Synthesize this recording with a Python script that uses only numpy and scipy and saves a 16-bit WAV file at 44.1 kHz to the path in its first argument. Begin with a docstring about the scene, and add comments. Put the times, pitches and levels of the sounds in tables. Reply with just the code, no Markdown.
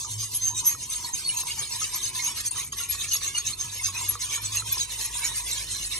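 """A wire whisk scrapes back and forth through raw egg in a glazed bowl, about nine strokes a second.
The friction is gritty noise modulated by stroke pressure, heard broadly and through wire and bowl resonances;
single slipping wires sing as short beating tones, and wire tips knock the bowl as decaying tones.
Slosh, a low wavering hum and room air are filtered noise and slow oscillators underneath.
Two close microphone ports pick it up, partly coherent, with short room reflections."""
import sys
import numpy as np
from scipy import signal
from scipy.fft import rfft, irfft
from scipy.io import wavfile
from scipy.ndimage import uniform_filter1d

SR = 44100
rng = np.random.default_rng(int(sys.argv[2]) if len(sys.argv) > 2 else 0)


def output_pcm(signal):
    """Save a mono or channel-first signal as 16-bit PCM at the path in sys.argv[1].

    Samples are clipped to [-1, 1] before scaling.
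    """
    pcm = np.clip(np.atleast_2d(signal).T, -1, 1) * 32767
    wavfile.write(sys.argv[1], SR, np.round(pcm).astype(np.int16))


def volts(x):
    """Linear amplitude factor 10**(x/20) for a level x in dB, scalar or array-like."""
    e = np.asarray(x, float) / 20
    return 10 ** e


N = 264145


def read(points, hz):
    """Logarithmic frequency scale: interpolates a spectrum table along it."""
    f, value = np.transpose(points)
    return np.interp(np.log(hz + 1), np.log(f + 1), value)


def evened(x):
    """Normalisation: scales a signal to rms 1."""
    return x / np.sqrt(np.mean(x ** 2) + 1e-20)


def coloured(x, points):
    """Linear filtering: multiplies the spectrum by a table of gains."""
    gain = volts(read(points, np.fft.rfftfreq(N, 1 / SR)))
    return irfft(rfft(x) * gain, N)


def resonate(x, hz, width):
    """Resonance by heterodyning: shifts the curve hz to zero, smooths twice, shifts back; peak gain 1."""
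    turn = np.exp(2j * np.pi * np.cumsum(hz) / SR)
    r = np.exp(-np.pi * width / SR)
    smooth = signal.lfilter([(1 - r) ** 2], [1, -2 * r, r * r], x / turn)
    return 2 * (turn * smooth).real


def wander(rate_hz):
    """Slow random modulation: low-passed noise of rms 1, drawn every 64 samples."""
    low_pass = signal.butter(2, rate_hz, fs=SR / 64)
    steps = evened(signal.lfilter(*low_pass, rng.standard_normal(N // 64 + 2)))
    return np.interp(np.arange(N) / 64, np.arange(len(steps)), steps)


def grit():
    """Stick-slip excitation: clicks of grit in hiss, one draw for each sound path."""
    clicks = volts(2.1 * np.minimum(rng.exponential(1, (2, N)), 4))
    clicks = clicks * (rng.random((2, N)) < 2500 / SR)  # about 2500 a second
    return .5 * evened(clicks * rng.choice([-1, 1], (2, N))) + rng.standard_normal((2, N))


# spectrum of the room air; columns: frequency_hz, level_db (per Hz)
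AIR = [(18, -45), (30, -24), (69, -2), (108, -1.5), (129, -1.5), (167, -9.5), (236, -14.5), (403, -13.5),
       (545, -32.5), (800, -24.5), (1040, -20), (1760, -120)]


def room_air():
    """Broadband background: filtered noise with slow level fluctuation."""
    noise = evened(coloured(rng.standard_normal((2, N)), AIR))
    return volts(-52.5 + 2.3 * wander(5.5)) * noise


# the upper hum swells and once sags in pitch; columns: time_s, pitch_hz, level_db
HUM = [(0, 106.3, -52), (.18, 106.5, -36.5), (.3, 105.1, -51.5), (.55, 105, -48), (.95, 104.5, -65),
       (1.75, 105, -55.5), (2.55, 104, -63.5), (2.95, 91, -51.5), (3.35, 94, -58), (3.85, 98.2, -49),
       (4.1, 102, -47), (4.35, 104, -55.5), (4.55, 106.3, -41), (4.95, 106.5, -58), (5.99, 107, -52.5)]
# the lower hum grows towards the end; columns: time_s, pitch_hz, level_db
LOW_HUM = [(.15, 53, -61), (2.25, 53, -58.5), (2.95, 55.1, -53), (3.65, 52.8, -60), (4.35, 54.2, -52.5),
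           (5.05, 50.5, -50.5), (5.99, 53.4, -51)]


def hum(rows, rough):
    """Frequency and amplitude modulation: a sine wavering by rough, as rms in both Hz and dB."""
    s, hz, db = (np.interp(np.arange(N) / SR, np.transpose(rows)[0], c) for c in np.transpose(rows))
    swell = volts(db + rough * wander(7))
    phase = 2 * np.pi * np.cumsum(hz + rough * wander(6.65)) / SR
    return np.sqrt(2) * swell * np.sin(phase)


def room_reflections(x, t60):
    """Reverberation: convolves with exponentially decaying noise, about energy 1, different on each path."""
    t = np.arange(SR // 2) / SR
    tail = rng.standard_normal((2, len(t))) * volts(-60 * t / t60)
    return signal.oaconvolve(x, tail / np.linalg.norm(tail[0]), axes=1)[:, :N]


# one row per stroke, from one turn of the wrist to the next; the hollow is the bowl's sliding tone
# columns: start_s, turn_pressure_db, push_pressure_db, hollow_pitch_hz, hollow_level_db
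STROKES = [(-0.05, -20, 0, 1122, -43.5), (0.061, -12, -1.2, 976, -56.5), (0.171, -9, 0.5, 1110, -55),
           (0.298, -10, -0.3, 971, -55), (0.4, -8.5, 0, 972, -53.5), (0.535, -16, 0.8, 992, -48.5),
           (0.633, -10, 3.5, 1164, -45), (0.767, -16, -3, 980, -59), (0.874, -11, -0.5, 1016, -52),
           (1.015, -6.5, -3, 953, -46), (1.117, -11, -1.5, 954, -52.5), (1.228, -5, -4, 970, -54.5),
           (1.353, -4, 1, 927, -43.5), (1.44, -15, 0.5, 967, -49.5), (1.557, -6, 0.7, 920, -51),
           (1.687, -10, -0.5, 958, -56), (1.779, -3.5, 0.8, 1040, -55.5), (1.906, -8.5, 0.6, 972, -45),
           (2, -7, 1.3, 1057, -50.5), (2.122, -13.2, 0.7, 1000, -47.5), (2.219, -1.5, 1.5, 1133, -45),
           (2.34, -11, 2.1, 1085, -59), (2.426, -13.5, 0, 972, -55.5), (2.534, -9, 0.1, 1117, -47),
           (2.658, -11, -1, 1110.0, -70), (2.753, -9.5, 0, 1100.0, -47), (2.879, -13.5, 0, 1140, -65),
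           (2.977, -7.5, 0, 1144, -54), (3.089, -8, 1.7, 1197, -66), (3.198, -11, 1.2, 1113, -57),
           (3.329, -11, -1, 1165, -52.5), (3.433, -13, 0.2, 1073, -58.5), (3.566, -17, -2.5, 1110.0, -54.5),
           (3.696, -9.5, -3, 983, -52), (3.821, -7.5, 0.5, 1135, -55), (3.92, -14, -1.5, 1036, -51.5),
           (4.068, -2.5, -3, 1164, -47), (4.181, -16.0, -0.1, 1010, -49.5), (4.286, -6.5, 1.8, 1144, -47),
           (4.401, -12.3, -2, 1010, -56.5), (4.514, -5.5, 1.8, 1170, -46.5),
           (4.638, -13, -1.5, 1013, -54.5), (4.752, -2.5, 1.5, 990.0, -53), (4.873, -14, -1, 1003, -52.1),
           (4.959, -5.9, 0.6, 910, -48), (5.108, -7.5, -0.8, 982, -57), (5.205, -1, 3.2, 998, -50),
           (5.316, -4, -0.2, 1002, -52.4), (5.439, -7, 0.7, 940, -50.5), (5.568, -1, -1, 1002, -52.5),
           (5.662, -9.0, 0.5, 990, -58), (5.794, -4.5, -0.7, 1057, -61), (5.889, -8, 2, 1025, -56)]
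LAST_TURN_S = 6.0


def strokes_done():
    """Periodic motion: strokes counted so far, the share of the running one as the fraction."""
    turns = np.append(np.transpose(STROKES)[0], LAST_TURN_S)
    return np.interp(np.arange(N) / SR, turns, np.arange(len(turns)))


def returning():
    """Alternating motion: 1 on the way back, 0 on the way out, changing over at the turns."""
    return uniform_filter1d(np.floor(strokes_done()) % 2, size=900)


# full push comes at most this long after a turn; below 1 the push is held and the turn is short
PUSH_S, SQUARENESS = 0.05, 0.83


def swing(at_turn, at_push):
    """Reciprocating motion: a value easing from each turn to full push and on to the next turn."""
    turns = np.append(np.transpose(STROKES)[0], LAST_TURN_S)
    pushes = turns[:-1] + np.minimum(PUSH_S, .7 * np.diff(turns))
    s = np.append(np.ravel([turns[:-1], pushes], "F"), turns[-1])
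    place = np.interp(np.arange(N) / SR, s, np.arange(len(s))) / 2  # whole at turns, half at pushes
    stroke = np.minimum(place.astype(int), len(STROKES) - 1)
    push = np.sin(np.pi * place) ** 2
    rest = np.append(at_turn, at_turn[-1])[np.round(place).astype(int)]
    return rest + (at_push[stroke] - rest) * push ** SQUARENESS


# two brief dropouts, in which scrape, slosh, small slips and hollow tone fade and snap back
# columns: return_s, depth_db, fade_s
DROPOUTS = [(2.508, -24, 0.023), (2.72, -23, 0.038)]
SNAP_S = 0.0017


def dropouts():
    """Amplitude gating: a gain that fades briefly and snaps back."""
    t = np.arange(N) / SR
    return volts(sum(db * np.exp(-((t - s) / np.where(t < s, fade, SNAP_S)) ** 4) for s, db, fade in DROPOUTS))


# egg sloshing round the wires; columns: frequency_hz, level_db (per Hz)
SLOSH = [(120, -26), (250, -3), (450, 3.5), (750, 0.5), (1300, -17), (2500, -55)]
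SLOSH_DB, SLOSH_GROWS_DB_PER_S = -65, .5  # starting level, and its growth
SLOSH_FOLLOWS = 0.78  # power of the drive


def slosh(drive_level):
    """Turbulent flow noise: lumpy low noise pushed by every stroke."""
    level = volts(SLOSH_DB + SLOSH_GROWS_DB_PER_S * np.arange(N) / SR + 2.6 * wander(11.3))
    pushed = rng.standard_normal((2, N)) * drive_level ** SLOSH_FOLLOWS
    return level * evened(coloured(pushed, SLOSH))


# dull knocks of the wire tips on the bowl; columns: start_s, level_db, pitch_hz, t60_s
KNOCKS = [(0.046, -37.5, 1210, 0.08), (0.23, -41.5, 1110, 0.098), (0.749, -33, 1260, 0.024),
          (1.043, -36.5, 975, 0.11), (1.435, -31, 980, 0.017), (1.576, -41.5, 885, 0.09),
          (1.816, -32, 1270, 0.083), (2.561, -38, 1256, 0.049), (2.73, -37, 1120, 0.075),
          (2.804, -37, 1390, 0.1), (2.948, -36, 1120, 0.044), (3.153, -35, 1130, 0.033),
          (3.217, -37.5, 1170, 0.031), (3.379, -41, 1426, 0.099), (3.885, -38, 1101, 0.15),
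          (4.012, -31.5, 1030, 0.045), (4.117, -39, 1170, 0.027), (4.154, -26.5, 1198, 0.029),
          (4.377, -37.5, 1380, 0.062), (4.55, -37, 1140, 0.036), (4.622, -32.5, 1320, 0.031),
          (4.771, -34.5, 985, 0.053), (5.153, -37, 970, 0.14), (5.314, -35, 1030, 0.024)]


def knocks():
    """Impact and free decay: a tone starts within a cycle, drops a little and dies over a dull thud."""
    out, t = np.zeros(N + SR), np.arange(SR // 8) / SR
    thud = volts(-24.5 - 60 * t / 0.12) * np.sin(2 * np.pi * 480 * t)
    bent_time = t + 0.000067 * (1 - np.exp(-t / 0.00037))  # runs fast at first: the pitch drop
    onset = 1 - np.exp(-t / 0.00026)
    for s, db, hz, t60 in KNOCKS:
        ring = volts(-60 * t / max(t60, .01)) * np.sin(2 * np.pi * hz * bent_time)
        out[round(s * SR):][:len(t)] += volts(db) * onset * (ring + thud)
    return out[:N]


HOLLOW_FALL_HZ, HOLLOW_WANDER_HZ = 59.7, 11.8  # slide through a stroke, and rms waver


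def hollow_pitch(hollow_hz):
    """Moving resonance: each stroke starts above its pitch and slides below it."""
    done = strokes_done()
    sliding = hollow_hz[done.astype(int)] + HOLLOW_FALL_HZ * (.5 - done % 1)
    return uniform_filter1d(sliding, size=900) + HOLLOW_WANDER_HZ * wander(19)


# tones of the bowl that stay put; columns: pitch_hz, width_hz, level_db (relative)
BOWL = [(966, 95, -4), (1158, 85, -23.5)]


def hollow(hz, gain):
    """Forced resonance: a bowl tone slides as whisk and egg move across it, beside tones that stay put."""
    drive = grit()
    sliding = volts(2.3 * wander(32)) * resonate(drive, hz, 30)
    still = sum(volts(db + 6.0 * wander(10.5)) * resonate(drive, np.full(N, f), w) for f, w, db in BOWL)
    return gain * evened(sliding + still)


# the egg thickens: the lower scrape grows, and the main wire ring varies and is damped at the end
# columns: time_s, low_scrape_db (below about 3 kHz), wire_ring_db (relative)
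THICKENING = [(0, -7, 10), (.7, -5, 14.5), (1.3, 0, 3), (2, 0, 6), (3, 3.5, 12.5), (4, 3.5, 12.5),
              (5, 1.5, 1), (6, 0, -19)]


def thickening():
    """Time-varying damping: gains over time, in dB, of the lower scrape and of the main wire ring."""
    s, low_db, ring_db = np.transpose(THICKENING)
    t = np.arange(N) / SR
    return np.interp(t, s, low_db), np.interp(t, s, ring_db)


def add_singing_wire(mix, s, db, hz, rise, fall, rough=0.38):
    """Beating: one tone swells fast and rings out against two neighbours, its phase differing by path."""
    t = np.arange(-2 * rise, 5 * fall, 1 / SR)
    shape = np.where(t < 0, np.exp(-.9 * (t / rise) ** 2), volts(-7 * t / fall))
    turn, apart = rng.random((2, 4))
    glide = 1 + .2 * (2 * apart[0] - 1) * t
    angle = 2 * np.pi * (hz * t * glide + turn[[0, 3], None])
    tone = np.cos(angle)
    for k, side in ((1, -1.08), (2, 0.765)):
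        beat_hz = side * min(hz, 6000) * (.008 + .022 * apart[k])
        tone += rough * np.cos(angle + 2 * np.pi * (turn[k] + beat_hz * t))
    start = round((s - 2 * rise) * SR)
    sound = (np.sqrt(2) * volts(db) * shape * tone)[:, max(-start, 0):]
    part = mix[:, max(start, 0):][:, :sound.shape[1]]
    part += sound[:, :part.shape[1]]


# the prominent wire slips; columns: start_s (end of the swell), level_db, pitch_hz, length_s
SINGS = [(0.115, -45, 4330, 0.032), (.232, -34, 6450, 0.027), (.358, -27, 11080, 0.026),
         (0.447, -26.5, 6315, 0.06), (0.481, -25, 6340, 0.031), (0.562, -39.5, 3790, .045),
         (0.577, -34, 8500, 0.043), (0.675, -17, 11460, .028), (.685, -30, 6350, 0.06),
         (1.048, -31.5, 4350, 0.015), (1.141, -26.5, 6370, 0.016), (1.267, -29.5, 4400, 0.043),
         (1.293, -24, 9210, 0.036), (1.298, -29.5, 2920, 0.0099), (1.375, -27, 6500, 0.017),
         (1.509, -34, 2850, .013), (1.518, -29.5, 4550, 0.011), (1.597, -24.5, 6600, 0.012),
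         (1.728, -31.5, 5640, 0.027), (1.725, -36.5, 4350, 0.026), (1.804, -29.5, 9630, 0.012),
         (1.832, -26, 6470, .03), (1.842, -34.5, 2680, .016), (1.847, -40, 3800, 0.016),
         (1.963, -28.5, 11500, .02), (2.044, -25.5, 6310, 0.033), (2.204, -34, 2145, 0.02),
         (2.268, -26, 6530, 0.018), (2.463, -29, 11100, 0.02), (2.467, -29.5, 6100, 0.015),
         (2.515, -23.5, 9130, .009), (2.601, -30, 8700, 0.0082), (2.813, -30, 6460, 0.0066),
         (2.84, -28, 6460, 0.0095), (2.905, -20, 11350, 0.022), (2.9, -43, 2410, .018),
         (3.122, -20.5, 6310, 0.017), (3.125, -30.5, 4360, .022), (3.126, -34, 2910, .025),
         (3.145, -23.5, 11330, .022), (3.168, -26.5, 5430, 0.0062), (3.357, -28.5, 2868, 0.016),
         (3.379, -30, 4360, 0.03), (3.473, -28, 6520, 0.0084), (3.479, -33.5, 3870, 0.015),
         (3.8, -37.5, 2160, 0.014), (3.85, -25.5, 6310, 0.031), (4.029, -36, 7500, 0.039),
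         (4.038, -37, 2167, .023), (4.096, -16, 11330, .014), (4.226, -41, 3910, 0.034),
         (4.358, -29.5, 6680, 0.022), (4.46, -28, 7850, .021), (4.535, -39, 3790, .017),
         (4.56, -27.5, 11570, .011), (4.572, -23.5, 6280, 0.01), (4.588, -31, 6630, 0.024),
         (4.603, -32, 4070, .012), (4.728, -23.5, 11800, 0.015), (4.736, -42, 2470, .032),
         (4.782, -27.5, 5090, 0.0074), (4.786, -37, 5590, 0.017), (4.813, -28, 6500, 0.034),
         (4.817, -30.5, 3940, 0.027), (4.948, -37, 2720, 0.013), (5.028, -38, 6750, 0.045),
         (5.254, -27, 6790, 0.019), (5.24, -38, 2270, 0.026), (5.379, -31, 9230, 0.039),
         (5.474, -37.5, 3420, .017), (5.525, -29.5, 4060, .016), (5.534, -28.5, 7440, 0.013),
         (5.561, -42, 4400, 0.022), (5.758, -39, 4100, .05), (5.85, -30, 4480, 0.0092),
         (5.959, -33, 5470, .014)]
SWELL_SHARE = 0.48  # part of a slip's length spent swelling; the rest rings out
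SMALL_SLIPS = 1800  # count


def wires(drive_level):
    """Stick-slip vibration: prominent slips, and small ones at chance pitches that follow the strokes."""
    out = np.zeros((2, N))
    for s, db, hz, length in SINGS:
        add_singing_wire(out, s, db, hz, SWELL_SHARE * length, (1 - SWELL_SHARE) * length)
    low_db, _ = thickening()
    for when, pitch, size, length in rng.random((SMALL_SLIPS, 4)):
        now = int(when * N)
        hz = 1100 + 11300 * pitch ** 1.8
        db = -49 + read(SCRAPE, hz) + 8 * size + 26 * np.log10(drive_level[now])
        db += low_db[now] * (hz < 3000)
        add_singing_wire(out, when * N / SR, db, hz, .006, 0.0025 + 0.048 * length)
    return out


def patchy(x, patch_db):
    """Moving contact point: narrow streaks of the spectrum swell and fade."""
    z = signal.stft(x, nperseg=1024, noverlap=896)[2]
    field = rng.standard_normal(z.shape[1:])
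    field = uniform_filter1d(field, size=4, axis=0)  # across frequency
    field = evened(uniform_filter1d(field, size=14, axis=1))  # across time
    return signal.istft(z * volts(patch_db * field), nperseg=1024, noverlap=896)[1][:, :N]


# broad colour of wire on glaze; columns: frequency_hz, level_db (per Hz)
SCRAPE = [(300, -40), (750, -32), (1100, -12), (1400, -17), (1700, -11), (2300, -5), (4000, -3), (6000, 0),
          (7200, -3), (9000, 0), (12000, -3), (13500, -6), (15800, -9)]


def broad_scrape(drive):
    """Friction noise: coloured grit whose spectrum is patchy in time."""
    return evened(patchy(coloured(drive, SCRAPE), 6.5))


# modes of the rubbed wires and bowl; columns: pitch_hz, width_hz, level_db (relative)
RINGING = [(2132, 61, -11.5), (2450, 44, -8), (2654, 130, -9), (3040, 37, -1), (3790, 520, -4),
           (4230, 46, 5), (6310, 1650, -4.5), (7500, 130, -10), (7886, 210, -1.5), (8500, 310, 1),
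           (9104, 410, 2), (9650, 130, -1.5), (11330, 108, 8.5)]


def ringing_modes(drive):
    """Modal resonance: each mode is caught, bent and let go as the touching wire changes."""
    rings = 0
    for hz, width, db in RINGING:
        bent_hz = hz * (1 + 0.0058 * wander(7.4))
        rings = rings + volts(db + 6.9 * wander(18.9)) * resonate(drive, bent_hz, width)
    return evened(rings)


WIRE_HZ, WIRE_DRIFT_HZ_PER_S = 6340, 28  # starting centre, creeping up as the egg thickens
WIRE_BEND_HZ, WIRE_WANDER_HZ = 184, 108  # bend within a stroke, and rms wander
RETURN_DB, RETURN_HZ = -3, -57  # every second stroke comes back: weaker and lower
WIRE_FOLLOWS = .6  # extra power of the drive level, beyond that in the grit


def wire_pitch():
    """Frequency modulation: the ring dips after a turn, climbs past its centre and falls back by the next."""
    centre = WIRE_HZ + WIRE_DRIFT_HZ_PER_S * np.arange(N) / SR + RETURN_HZ * returning()
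    return centre - WIRE_BEND_HZ * np.sin(2 * np.pi * strokes_done()) + WIRE_WANDER_HZ * wander(6.3)


def main_wire(drive, drive_level, ring_db):
    """Level-dependent resonance: the main wire ring follows the strokes more steeply than the scrape."""
    level = volts(ring_db + RETURN_DB * returning() + 3.5 * wander(17.3))
    return evened(level * resonate(drive * drive_level ** WIRE_FOLLOWS, wire_pitch(), 256))


def scrape(drive_level):
    """Friction excitation: grit under the wires, as broad noise and through their resonances."""
    low_db, ring_db = thickening()
    drive = grit() * volts(1.03 * wander(67)) * drive_level
    low_pass = signal.butter(2, 3400, fs=SR, output="sos")
    drive = drive + (volts(low_db) - 1) * signal.sosfiltfilt(low_pass, drive)
    out = volts(-34.5) * broad_scrape(drive) + volts(-37.5) * ringing_modes(drive)
    return out + volts(-39) * main_wire(drive, drive_level, ring_db)


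HOLLOW_TURN_DB = 0.5  # hollow level at a turn, above the dB mean of the strokes on either side


def whisk_in_bowl():
    """Superposition: one level curve drives scrape, small slips and slosh, beside knocks and hollow."""
    s, turn_db, push_db, hollow_hz, hollow_db = np.transpose(STROKES)
    dropout_gain = dropouts()
    pressure = swing(volts(turn_db), volts(push_db))
    drive_level = pressure * dropout_gain
    previous_db = np.append(hollow_db[0], hollow_db[:-1])
    between = volts(HOLLOW_TURN_DB + (hollow_db + previous_db) / 2)
    hollow_gain = swing(between, volts(hollow_db)) * dropout_gain
    whisk = slosh(drive_level) + knocks() + hollow(hollow_pitch(hollow_hz), hollow_gain)
    return whisk + wires(drive_level) + scrape(drive_level)


# likeness of the two ports; columns: frequency_hz, coherence (0-1)
SAME = [(100, 1), (260, 0.99), (430, 0.52), (600, 0.6), (1000, 0.72), (1900, 1), (3200, 0), (5000, 0.32),
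        (6200, 0.64), (7300, 1), (8800, 1), (10000, 0.34), (12500, 0.91)]
# level difference of the ports; columns: frequency_hz, left_over_right_db
LEAN = [(60, -0.5), (120, -0.5), (240, -4.5), (480, -4), (950, 2.7), (1890, -0.5), (3770, -4), (7520, -0.5),
        (15000, 2)]
# how far the right port trails; columns: frequency_hz, phase_rad
TRAIL = [(400, .2), (600, 1.4), (860, 1.6), (1400, .1), (2600, .7), (5000, .3), (6400, .7), (8600, 1.8),
         (11500, 2.6), (12500, 3.1)]


def ports(x, stray):
    """Partial coherence: left hears x; right hears it trailing, mixed with what strays in by other paths."""
    hz = np.fft.rfftfreq(N, 1 / SR)
    same = np.clip(read(SAME, hz), 0, 1)
    lean = volts(read(LEAN, hz) / 2)  # half the difference on each side
    left = rfft(x)
    right = same * left * np.exp(-1j * read(TRAIL, hz)) + np.sqrt(1 - same ** 2) * rfft(stray)
    return irfft(np.array([left * lean, right / lean]), N)


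def scene():
    """Superposition: air, hum, whisk and its room reflections meet at the two ports."""
    whisk = whisk_in_bowl()
    direct, stray = room_air() + whisk + volts(-13.0) * room_reflections(whisk, 0.061)
    hums = hum(HUM, 2.46) + hum(LOW_HUM, 2.98)
    return ports(direct + hums, stray)


SHARED_EDGE_HZ, EDGE_HZ = 12200, 15800


def top_cut(x):
    """Nothing passes above the cut-off."""
    return signal.sosfilt(signal.butter(12, 15800, fs=SR, output="sos"), x)


def record(dry):
    """Sum and difference: the top keeps left against right, its shared part 18 dB down; then a band limit."""
    hz = np.fft.rfftfreq(N, 1 / SR)
    left, right = rfft(dry)
    shared = (left + right) / 2 * np.clip((SHARED_EDGE_HZ - hz) / 700 + .5, volts(-18), 1)
    against = (left - right) / 2
    limited = irfft(np.array([shared + against, shared - against]) * (hz < EDGE_HZ), N)
    return top_cut(limited)


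dry = scene()
out = record(dry)
output_pcm(out)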